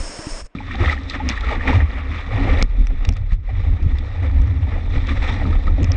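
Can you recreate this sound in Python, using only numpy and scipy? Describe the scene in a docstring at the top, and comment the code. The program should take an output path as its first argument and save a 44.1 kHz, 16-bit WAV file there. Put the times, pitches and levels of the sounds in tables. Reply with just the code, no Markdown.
"""By a lake under a light wind there is a short splash; after a brief near-silence, the scene moves to a surfboard.
The lake is filtered noise with wind puffs, splashing, spray hiss and a few hollow plops.
On the board, water and wind shake a sealed housing: noise swings as a deep surge and rings board and mount.
Streaming water is noise with droplets, coloured by the housing's resonances; trapped air gurgles in it.
Short single sounds are the board's slaps, knocks of thrown water and bright ticks of drops."""
import sys
import numpy as np
from scipy import signal
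from scipy.fft import rfft, irfft
from scipy.io import wavfile
from scipy.ndimage import uniform_filter1d

SR = 44100
rng = np.random.default_rng(int(sys.argv[2]) if len(sys.argv) > 2 else 0)


def generate_wav(sig):
    """Save sig (samples, or channels by samples) to the path in sys.argv[1] as 16-bit PCM at SR."""
    pcm = np.round(np.clip(np.atleast_2d(sig).T, -1, 1) * 32767).astype(np.int16)
    wavfile.write(sys.argv[1], SR, pcm)


N = 262836   # length in samples, about 6 s


def amp(db):
    """Turn decibels into a gain."""
    return 10 ** (np.asarray(db) / 20)


def unit(x):
    """Scale to an rms (average strength) of 1."""
    return x / np.sqrt(np.mean(x ** 2) + 1e-20)


def levels(rows):
    """Draw one gain curve per level column of a table, practically silent before its first row."""
    s, *columns = np.transpose(rows)
    t = np.arange(N) / SR
    return [amp(np.interp(t, s, column, left=-150)) for column in columns]


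def flutter(rate_hz):
    """Slow random wavering with rms 1: noise smoothed twice by the same low-pass."""
    r = np.exp(-2 * np.pi * rate_hz / SR)
    noise = rng.standard_normal(N + SR)
    smooth = signal.lfilter([1], [1, -2 * r, r * r], noise)
    return unit(smooth[SR:])   # the first second lets the filter settle


def resonate(x, hz, width_hz):
    """One resonance, like a struck wall; its gain is about 1 at the peak."""
    r = np.exp(-np.pi * width_hz / SR)
    feed = (1 - r * r) / 2 * np.array([1, 0, -1])
    return signal.lfilter(feed, [1, -2 * r * np.cos(2 * np.pi * hz / SR), r * r], x)


def band(x, low_hz, high_hz, order):
    """Keep only the sound between two frequencies."""
    return signal.sosfilt(signal.butter(order, [low_hz, high_hz], "band", fs=SR, output="sos"), x)


def body(x, modes, patchy_db, per_s=0, rap_db=0, count=1):
    """A body rings in several modes; each one's drive wavers on its own, and stray droplets rap single modes."""
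    out = 0
    for k, (hz, width_hz, level_db) in enumerate(modes):
        strengths = amp(rap_db + 1.6 * rng.standard_normal(N))
        raps = strengths * (rng.random(N) < per_s / SR)
        # a soft contact excites little beside its mode
        ring = x + 3 * resonate(raps + 1e-18, hz, 2 * width_hz)
        ring = ring * amp(level_db + patchy_db * flutter(37))
        for _ in range(count):
            ring = resonate(ring, hz, width_hz)
        out = out + (-1) ** k * ring   # neighbours have opposite sign
    return out


def add(out, s, peak_db, sound):
    """Place a sound at a time in seconds with a given peak."""
    i = round(s * SR)
    scaled = amp(peak_db) * sound / np.abs(sound).max()
    out[i:i + len(sound)] += scaled[:N - i]


def churn(per_s, spread_db, share):
    """Turbulent water: noise mixed with uneven droplet impacts, which hold a share of the power."""
    extra_db = spread_db * np.minimum(rng.exponential(1, N), 5)
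    sizes = amp(extra_db) * rng.choice([-1, 1], N)
    drops = unit(sizes * (rng.random(N) < per_s / SR))
    share = np.clip(share, 0, 1)
    return np.sqrt(share) * drops + np.sqrt(1 - share) * rng.standard_normal(N)


def steady(x, span_s, firmness):
    """Noise swells and fades by chance; a forced motion swings more evenly, so partly level it out."""
    size = round(span_s * SR)
    power = uniform_filter1d(unit(x) ** 2, size=size)
    power = uniform_filter1d(power, size=size)
    return unit(x / (power + 0.067) ** (firmness / 2))


def gusts(steady_rows, events, rises, falls):
    """Gain per layer: events climb, hold and die away at rates in dB per s; powers add to the steady level."""
    t, out = np.arange(0, N + 32, 32) / SR, []   # a coarse clock, one step per 32 samples
    s, hold, *peaks_db = np.transpose(events)[:, :, None]
    started = np.arange(N) >= steady_rows[0][0] * SR
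    for base, peak_db, rise, fall in zip(levels(steady_rows), peaks_db, rises, falls):
        below_db = rise * np.maximum(s - t, 0) + fall * np.maximum(t - s - np.abs(hold), 0)
        power = np.sum(amp(peak_db - below_db) ** 2, axis=0)
        power = np.interp(np.arange(N) / SR, t, power)
        out.append(np.sqrt(base ** 2 + power) * started)
    return out


# The lake over time. Each row: time in seconds, wind on the microphone in dB, splashing in dB, spray hiss in dB.
LAKE_LEVELS = [(0.0, -12, -36.5, -29.5), (0.126, -41, -38, -32.5), (0.284, -48, -37, -33.5),
               (0.296, -49, -38.5, -30), (0.318, -25, -38.5, -31.5), (0.412, -33, -37.5, -33.5),
               (0.432, -23.5, -55, -48), (0.466, -32, -48.5, -43), (0.478, -56, -64.5, -73),
               (0.548, -66, -58.5, -80)]
# Tone colour of the splashing water. Each row: frequency in Hz, relative strength in dB per Hz.
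SPLASH_COLOUR = [(88, -53), (150, -14), (245, -13), (302, -9.5), (354, -14.5), (610, -7), (822, -17),
                 (962, -13), (1130, -15.5), (3910, -21), (5270, -14.5), (6070, -18.5), (9080, -8.5),
                 (9910, 11), (12900, -83)]
# Hollow plops. Each row: start in seconds, peak in dB, ring in Hz, time to fade by 60 dB in seconds.
LAKE_PLOPS = [(0.095, -30, 317, 0.053), (0.19, -19.5, 324, 0.1), (0.268, -15.5, 298, 0.094)]


def lake():
    """Wind puffs, splashing, spray hiss with the microphone's peak near 5 kHz, and cavities that plop."""
    wind, splashing, spray = levels(LAKE_LEVELS)
    hz = np.arange(N // 2 + 1) * SR / N + 1   # 1 Hz up, so the logarithm exists
    colour_hz, colour_db = np.transpose(SPLASH_COLOUR)
    colour = amp(np.interp(np.log(hz), np.log(colour_hz), colour_db))
    water = irfft(rfft(churn(1500, 2.4, share=0.2)) * colour, N)
    low = band(water, 91, 2660, order=4)
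    high = band(water, 2740, 14000, order=4)
    high = high + 6.4 * resonate(high, 5370, 330) + 2.6 * resonate(high, 6470, 270)
    puffs = band(rng.standard_normal(N), 13.6, 35.5, order=2)
    out = wind * steady(puffs, 0.026, firmness=0.18)
    out += splashing * unit(low) + spray * unit(high)
    out *= np.arange(N) < LAKE_LEVELS[-1][0] * SR   # the lake ends with its last row
    t = np.arange(SR // 10) / SR
    for s, peak_db, ring_hz, t60 in LAKE_PLOPS:
        # the surface closes with a dull push, the cavity rings on
        push = -1.6 * np.exp(-(t / 0.0022 - 1) ** 2)
        ring = np.sin(2 * np.pi * ring_hz * t) * amp(-60 * t / t60)
        add(out, s, peak_db, push + ring)
    return out


# Resonances of the board. Each row: frequency in Hz, width in Hz, relative strength in dB.
BOARD_MODES = [(64.2, 19, -3), (81.7, 20.6, 1.5), (106.6, 19, -14.5)]
# Resonances of the mount. 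Each row: frequency in Hz, width in Hz, relative strength in dB.
MOUNT_MODES = [(168, 130, -5), (220, 40, 1), (269.3, 15.1, 4.5)]
# Steady motion of the board under the jolts.
# Each row: time in seconds, surge in dB before its 0.62 trim, board ring in dB, mount ring in dB.
GLIDE_LEVELS = [(0.55, -36, -38, -43), (0.7, -24, -30, -40.5), (1.0, -27, -30, -36.5), (1.6, -20, -30, -46),
                (2.0, -26.5, -25, -39), (2.25, -28, -30.5, -52), (2.45, -11, -28, -46),
                (2.68, -15, -35.5, -53), (3.4, -19, -31, -55), (3.47, -18.5, -47, -56),
                (3.6, -27, -31, -63.5), (4.15, -23, -25.5, -46), (4.45, -25, -15.5, -35.5),
                (4.85, -16.5, -26, -39.5), (5.3, -19.5, -21, -34), (5.96, -17.5, -36, -37.5)]
# Chop jolts the board.
# Each row: start of the hold in seconds, hold in seconds, surge in dB before its 0.62 trim,
# board ring in dB, mount ring in dB.
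CHOP_JOLTS = [(0.552, 0.038, -38, -43, -35), (0.74, 0.089, -38, -38, -33.5),
              (0.813, 0.067, -20, -13, -30.5), (1.146, 0.013, -30, -44, -32.5),
              (1.237, 0.07, -40, -22.5, -27.5), (1.402, 0.017, -36, -19.5, -58),
              (1.475, 0.018, -29, -19, -34.5), (1.565, 0.023, -26, -43, -30),
              (1.686, 0.021, -13.5, -17, -20.5), (1.745, 0.088, -41, -11, -31.5),
              (1.98, 0.016, -33, -39, -36), (2.097, 0.069, -33, -25, -36), (2.271, 0.01, -18.5, -49, -36),
              (2.342, 0.029, -13.5, -19.5, -37), (2.384, 0.15, -25, -26.5, -26.5),
              (2.525, 0.015, -12, -13, -32), (2.617, 0.0038, -18, -29, -25.5),
              (2.737, 0.044, -13.5, -30, -48), (2.802, 0.02, -4.5, -36, -31.5),
              (2.92, 0.012, -22, -40, -36.5), (2.955, 0.0063, -13.5, -34, -42),
              (3.036, 0.018, -18, -37, -36), (3.086, 0.022, -8, -18, -30.5),
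              (3.197, 0.019, -34, -19.5, -47), (3.345, 0.008, -18, -28, -53),
              (3.521, 0.0051, -13, -13.5, -45), (3.587, 0.043, -12, -19, -39.5),
              (3.66, 0.068, -19, -17, -36), (3.731, 0.018, -8, -31, -42), (3.805, 0.08, -13, -19, -35),
              (3.873, 0.075, -17.5, -16, -37), (4.015, 0.013, -19.5, -21, -33.5),
              (4.219, 0.082, -40, -17, -34.5), (4.336, 0.077, -12.5, -18, -37),
              (4.55, 0.12, -44, -19.5, -47), (4.752, 0.031, -25, -36, -34.5), (4.906, 0.014, -15, -31, -48),
              (4.967, 0.0046, -8.5, -17, -28), (5.112, 0.007, -29.5, -18.5, -26.5),
              (5.201, 0.015, -8, -36, -44), (5.31, 0.12, -19, -27, -35.5), (5.463, 0.04, -26, -16.5, -25),
              (5.515, 0.015, -20, -14.5, -37.5), (5.564, 0.014, -7, -34, -44),
              (5.675, 0.052, -11, -16.5, -31), (5.739, 0.023, -8.5, -34, -45),
              (5.817, 0.0075, -20, -10, -19), (5.892, 0.031, -21, -15, -34)]
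BOARD_WANDER, WANDER_HZ = .09, 5.006   # the water's load shifts the board's pitch: rms share, speed


def rumble():
    """Water and wind push the board about and set board and mount ringing."""
    surge, board, mount = gusts(GLIDE_LEVELS, CHOP_JOLTS,
                                rises=(356.5, 399.5, 415.5), falls=(553.5, 257, 419))
    deep = steady(band(rng.standard_normal(N), 23.0, 43.3, order=2), 0.039, firmness=0.29)
    ring = body(rng.standard_normal(N), BOARD_MODES, patchy_db=0.5)
    ring = band(ring, 45.2, 103.0, order=3)
    # reading the ring faster or slower bends its pitch; the drift is removed so that both ends stay put
    wander = np.cumsum(BOARD_WANDER * flutter(WANDER_HZ))
    position = np.arange(N) + wander - np.linspace(0, wander[-1], N)
    ring = steady(np.interp(position, np.arange(N), ring), 0.032, firmness=0.69)
    buzz = body(churn(300, 0.52, share=0.44), MOUNT_MODES, patchy_db=0.0)
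    buzz = steady(band(buzz, 59, 490, order=2), 0.028, firmness=0.038)
    return 0.62 * surge * deep + board * ring + mount * buzz


# The board slaps down. Each row: start in seconds, peak in dB, swing in Hz, relative mount thud in dB.
BOARD_SLAPS = [(0.551, -19.5, 188, -24), (2.617, -10, 45, 8.5), (2.799, -8.5, 40.2, -16),
               (3.084, -8.5, 57, -10), (3.101, -14.5, 70.4, 0), (3.322, -8, 44.7, -2.5),
               (3.861, -7, 93, -9), (4.406, -11, 73.6, -6), (5.67, -14, 39.8, 14.5)]


def slaps():
    """The board gives one dull swing and back, and the mount a short thud."""
    out, t = np.zeros(N), np.arange(SR // 10) / SR
    for s, peak_db, hz, thud_db in BOARD_SLAPS:
        swing = -np.sin(2 * np.pi * hz * t) * (t * hz) * np.exp(-2.5 * t * hz)
        thud = np.sin(2 * np.pi * 185 * t) * (t / 0.016) * np.exp(-t / 0.0057)
        add(out, s, peak_db, swing / np.abs(swing).max() + amp(thud_db) * thud)
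    return out


# Broad walls of the housing. Each row: frequency in Hz, width in Hz, relative strength in dB.
WALL_MODES = [(303, 140, -5.5), (512.5, 117, -0.5), (843, 175, -1)]
# The housing's own ringing. Each row: frequency in Hz, width in Hz, relative strength in dB.
HOUSING_MODES = [(1196, 352, -2), (1903, 394, -1), (2316, 365, -4.5), (2753, 1010, -15.5)]
# The microphone port. Each row: frequency in Hz, width in Hz, relative strength in dB.
PORT_MODES = [(3536, 460, 4), (3720, 1500, -4), (5600, 630, -16.5), (6010, 780, -16.5), (7850, 690, -27)]
# Water streaming past between the washes. Each row: time in seconds, rush in dB, wallow in dB, spray in dB.
STREAM_LEVELS = [(0.55, -43, -47.5, -50.5), (0.75, -38, -47, -48), (1.0, -42.5, -45.5, -50),
                 (1.4, -36, -41.5, -50), (1.9, -38.5, -43, -51.5), (2.3, -39.5, -42.5, -50.5),
                 (2.625, -38, -48, -40.5), (2.635, -47, -49, -57.5), (3.0, -48.5, -51.5, -57.5),
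                 (3.3, -52, -54.5, -62), (3.39, -61, -68, -70.5), (3.47, -49, -56, -59.5),
                 (3.53, -42.5, -43.5, -53.5), (3.9, -45, -47.5, -54), (4.47, -43, -43, -53.5),
                 (4.9, -43.5, -42.5, -51.5), (5.2, -37.5, -44, -46), (5.64, -44, -42, -51),
                 (5.96, -38.5, -37, -50.5)]
# Water washes over the housing.
# Each row: start of the hold in seconds, hold in seconds, rush in dB, wallow in dB, spray in dB.
WATER_WASHES = [(0.55, .01, -45, -53, -48), (0.709, 0.04, -35.5, -58, -47),
                (0.804, 0.038, -29.5, -27.5, -41.5), (0.849, 0.081, -27.5, -34.5, -38),
                (0.965, 0.0061, -38, -38, -46), (1.102, 0.011, -35, -69, -36),
                (1.147, 0.005, -26.5, -37, -40.5), (1.203, 0.012, -37.5, -54, -63),
                (1.3, 0.024, -28.5, -40, -38), (1.362, 0.011, -37, -48, -42), (1.444, 0.012, -34, -41, -43),
                (1.478, 0.082, -31, -31, -43), (1.617, 0.0057, -37, -47, -58),
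                (1.68, 0.03, -22, -24, -39.5), (1.723, 0.042, -28.5, -30, -40),
                (1.806, 0.013, -33.5, -30.5, -52), (1.969, 0.022, -34.5, -36, -57),
                (2.116, 0.1, -37.5, -59.5, -49.5), (2.316, 0.088, -35.5, -33.5, -52),
                (2.386, 0.13, -34.5, -31.5, -70), (2.49, 0.13, -32, -32, -55),
                (2.796, 0.023, -43, -48, -50), (2.907, 0.0076, -44, -42.5, -71),
                (3.02, 0.085, -44, -43.5, -59), (3.168, 0.0053, -41.5, -41, -52.5),
                (3.311, 0.016, -44, -51, -53), (3.498, 0.0064, -41.5, -37.5, -71),
                (4.201, 0.11, -43.5, -45, -59.5), (4.716, 0.066, -40, -39.5, -67),
                (4.942, 0.042, -39.5, -36, -49), (5.088, 0.03, -31.5, -39.5, -43),
                (5.226, 0.072, -32.5, -35, -42), (5.319, 0.046, -37, -37.5, -41),
                (5.363, 0.15, -39.5, -37.5, -53), (5.55, 0.014, -38.5, -44, -62),
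                (5.678, 0.0081, -38.5, -34, -55)]


def rush():
    """Water streams over the housing in gusts; one drive excites walls, housing and port."""
    level, wallow, spray = gusts(STREAM_LEVELS, WATER_WASHES,
                                 rises=(755.5, 656.5, 555), falls=(701.5, 704.5, 597))
    waver = amp(1.5 * flutter(17) + 0.86 * flutter(70))
    drive = waver * churn(1200, 3.4, share=0.25)
    thrown = np.clip(level / amp(-35.0), 0, 1.5)   # the harder the wash, the more droplets fly
    low = body(drive, WALL_MODES, patchy_db=3.0, per_s=30 * thrown, rap_db=15)
    low = band(low, 330, 875, order=2)
    dull = body(drive, HOUSING_MODES, patchy_db=1.0, per_s=120 * thrown, rap_db=13.0, count=2)
    bright = body(drive, PORT_MODES, patchy_db=1.5, per_s=80 * thrown, rap_db=12.0, count=2)
    low, dull, bright = (steady(x, 0.038, firmness=0.041) for x in (low, dull, bright))
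    return wallow * low + level * dull + spray * bright


# Trapped air gurgles along the housing. Each row: start in seconds, peak in dB, starting pitch in Hz.
AIR_GURGLES = [(0.746, -29.5, 755), (0.798, -21, 340), (1.2, -21.5, 828), (1.434, -24.5, 1305),
               (5.299, -28.5, 890), (5.527, -27.5, 1230), (5.677, -22, 1233)]
GURGLE_CYCLES, GURGLE_RISE = 4.1, 0.0019   # decay time in cycles; phase stretch per cycle, raising the pitch


def gurgles():
    """A bubble swells, rings a few cycles and rises a little in pitch."""
    out, t = np.zeros(N), np.arange(SR // 10) / SR
    for s, peak_db, hz in AIR_GURGLES:
        cycles = t * hz
        swell = cycles * np.exp(-cycles / GURGLE_CYCLES)
        tone = np.sin(2 * np.pi * cycles * (1 + GURGLE_RISE * cycles))
        add(out, s, peak_db, swell * tone)
    return out


# Thrown water knocks the housing. Each row: start in seconds, peak in dB, loudest mode in Hz.
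WATER_KNOCKS = [(0.551, -32, 1270), (0.586, -25.5, 2340), (0.604, -27.5, 846), (0.687, -33, 1150),
                (0.711, -21.5, 1870), (0.813, -27, 1260), (0.847, -19, 1950), (0.859, -15, 1920),
                (0.879, -18, 1276), (0.897, -9, 1980), (0.928, -20.5, 1260), (0.977, -24, 1850),
                (1.142, -21, 1820), (1.376, -18.5, 1840), (1.488, -20, 1920), (1.609, -19.5, 1820),
                (1.677, -16, 1900), (1.693, -16, 837), (1.73, -18, 950), (1.804, -18, 1870),
                (1.905, -26, 1920), (2.307, -29, 1204), (2.615, -16, 2200), (5.092, -22, 2310),
                (5.115, -29, 1930), (5.221, -32, 2040), (5.453, -26, 1260), (5.67, -27, 1930)]


def knocks():
    """A soft blow of a few milliseconds swells and rings mostly one housing mode."""
    out, t = np.zeros(N), np.arange(SR // 20) / SR
    for s, peak_db, hz in WATER_KNOCKS:
        blow = rng.standard_normal(len(t)) * np.exp(-(t / 0.0015 - 1.5) ** 2)
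        rest = sum(amp(db) * resonate(blow, mode_hz, w) for mode_hz, w, db in HOUSING_MODES)
        # a few cycles up, more down, a faint tail
        cycles = t * hz
        swell = cycles ** 0.66 * (np.exp(-cycles / 3.1) + 0.076 * np.exp(-cycles / 5.7))
        ring = swell / swell.max() * np.sin(2 * np.pi * cycles)
        add(out, s, peak_db, ring + 0.12 * rest)
    return out


# Drops on the microphone port.
# Each row: start in seconds, peak in dB, brightness in Hz, time for the burst to fade by 60 dB in seconds,
# relative housing ring in dB.
DROP_TICKS = [(0.755, -23.5, 3400, 0.017, -5), (1.034, -29, 4110, 0.019, 2), (1.098, -15, 3870, 0.014, -1),
              (1.289, -7, 5270, 0.011, 5), (1.297, -10.5, 3540, 0.023, 4), (1.313, -26, 4120, 0.016, -6),
              (1.408, -22.5, 3600, 0.015, -9), (2.6248, -2, 5440, 0.0096, 12), (2.86, -46, 5500, 0.008, -3),
              (2.8697, -19, 5350, 0.012, 10), (3.05, -14, 3640, 0.02, 6.5),
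              (3.0893, -6.5, 5700, 0.0076, 9.5), (3.124, -32, 4750, 0.013, -11),
              (3.135, -37, 4780, 0.02, -11), (3.167, -29.5, 4100, 0.014, 8), (3.3293, -31, 4230, 0.07, 19),
              (3.826, -36.5, 3970, 0.018, -3), (3.985, -27.5, 3500, 0.02, 1),
              (4.417, -28.5, 5470, 0.0082, 14), (4.472, -34, 5500, 0.017, 18), (5.07, -25, 3550, 0.017, -2),
              (5.278, -27, 4000, 0.012, 11), (5.83, -20.5, 6400, 0.01, 11.5),
              (5.8429, -18.5, 5160, 0.011, 6), (5.9179, -15, 4800, 0.012, 1)]
TICK_RISE_S = .0008


def ticks():
    """A drop gives a sharp click with a short bright burst, and rings the housing."""
    out, t = np.zeros(N), np.arange(SR // 20) / SR
    for s, peak_db, hz, t60, housing_db in DROP_TICKS:
        burst = rng.standard_normal(len(t)) * amp(-60 * t / t60) * np.minimum(t / TICK_RISE_S, 1)
        burst[round(TICK_RISE_S * SR)] += 4.0   # the click
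        snap = 1.8 * resonate(resonate(burst, hz, .35 * hz), hz, .35 * hz)
        snap = snap + 0.37 * resonate(burst, 4200, 630) + 1.5 * resonate(burst, 2300, 700)
        knock = sum(amp(db) * resonate(burst, mode_hz, w) for mode_hz, w, db in WALL_MODES + HOUSING_MODES)
        add(out, s, peak_db, band(snap, 680, 8100, order=3) + amp(housing_db) * knock)
    return out


def scene():
    """The lake, then the ride, whose water sounds lose a narrow band in the sealed port."""
    water = rush() + gurgles() + knocks() + ticks()
    water = water - resonate(water, 4400, 250)   # the lost band: centre and width in Hz
    return (lake() + rumble() + slaps() + water)[None]


def record(dry):
    """Round off the high peaks smoothly, then cut the top: 70 dB down from 10250 Hz on."""
    rounded = dry / (1 + (dry / .68) ** 4) ** (1 / 4)
    return signal.sosfilt(signal.cheby2(14, 70, 10250, fs=SR, output="sos"), rounded)


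dry = scene()
out = record(dry)
generate_wav(out)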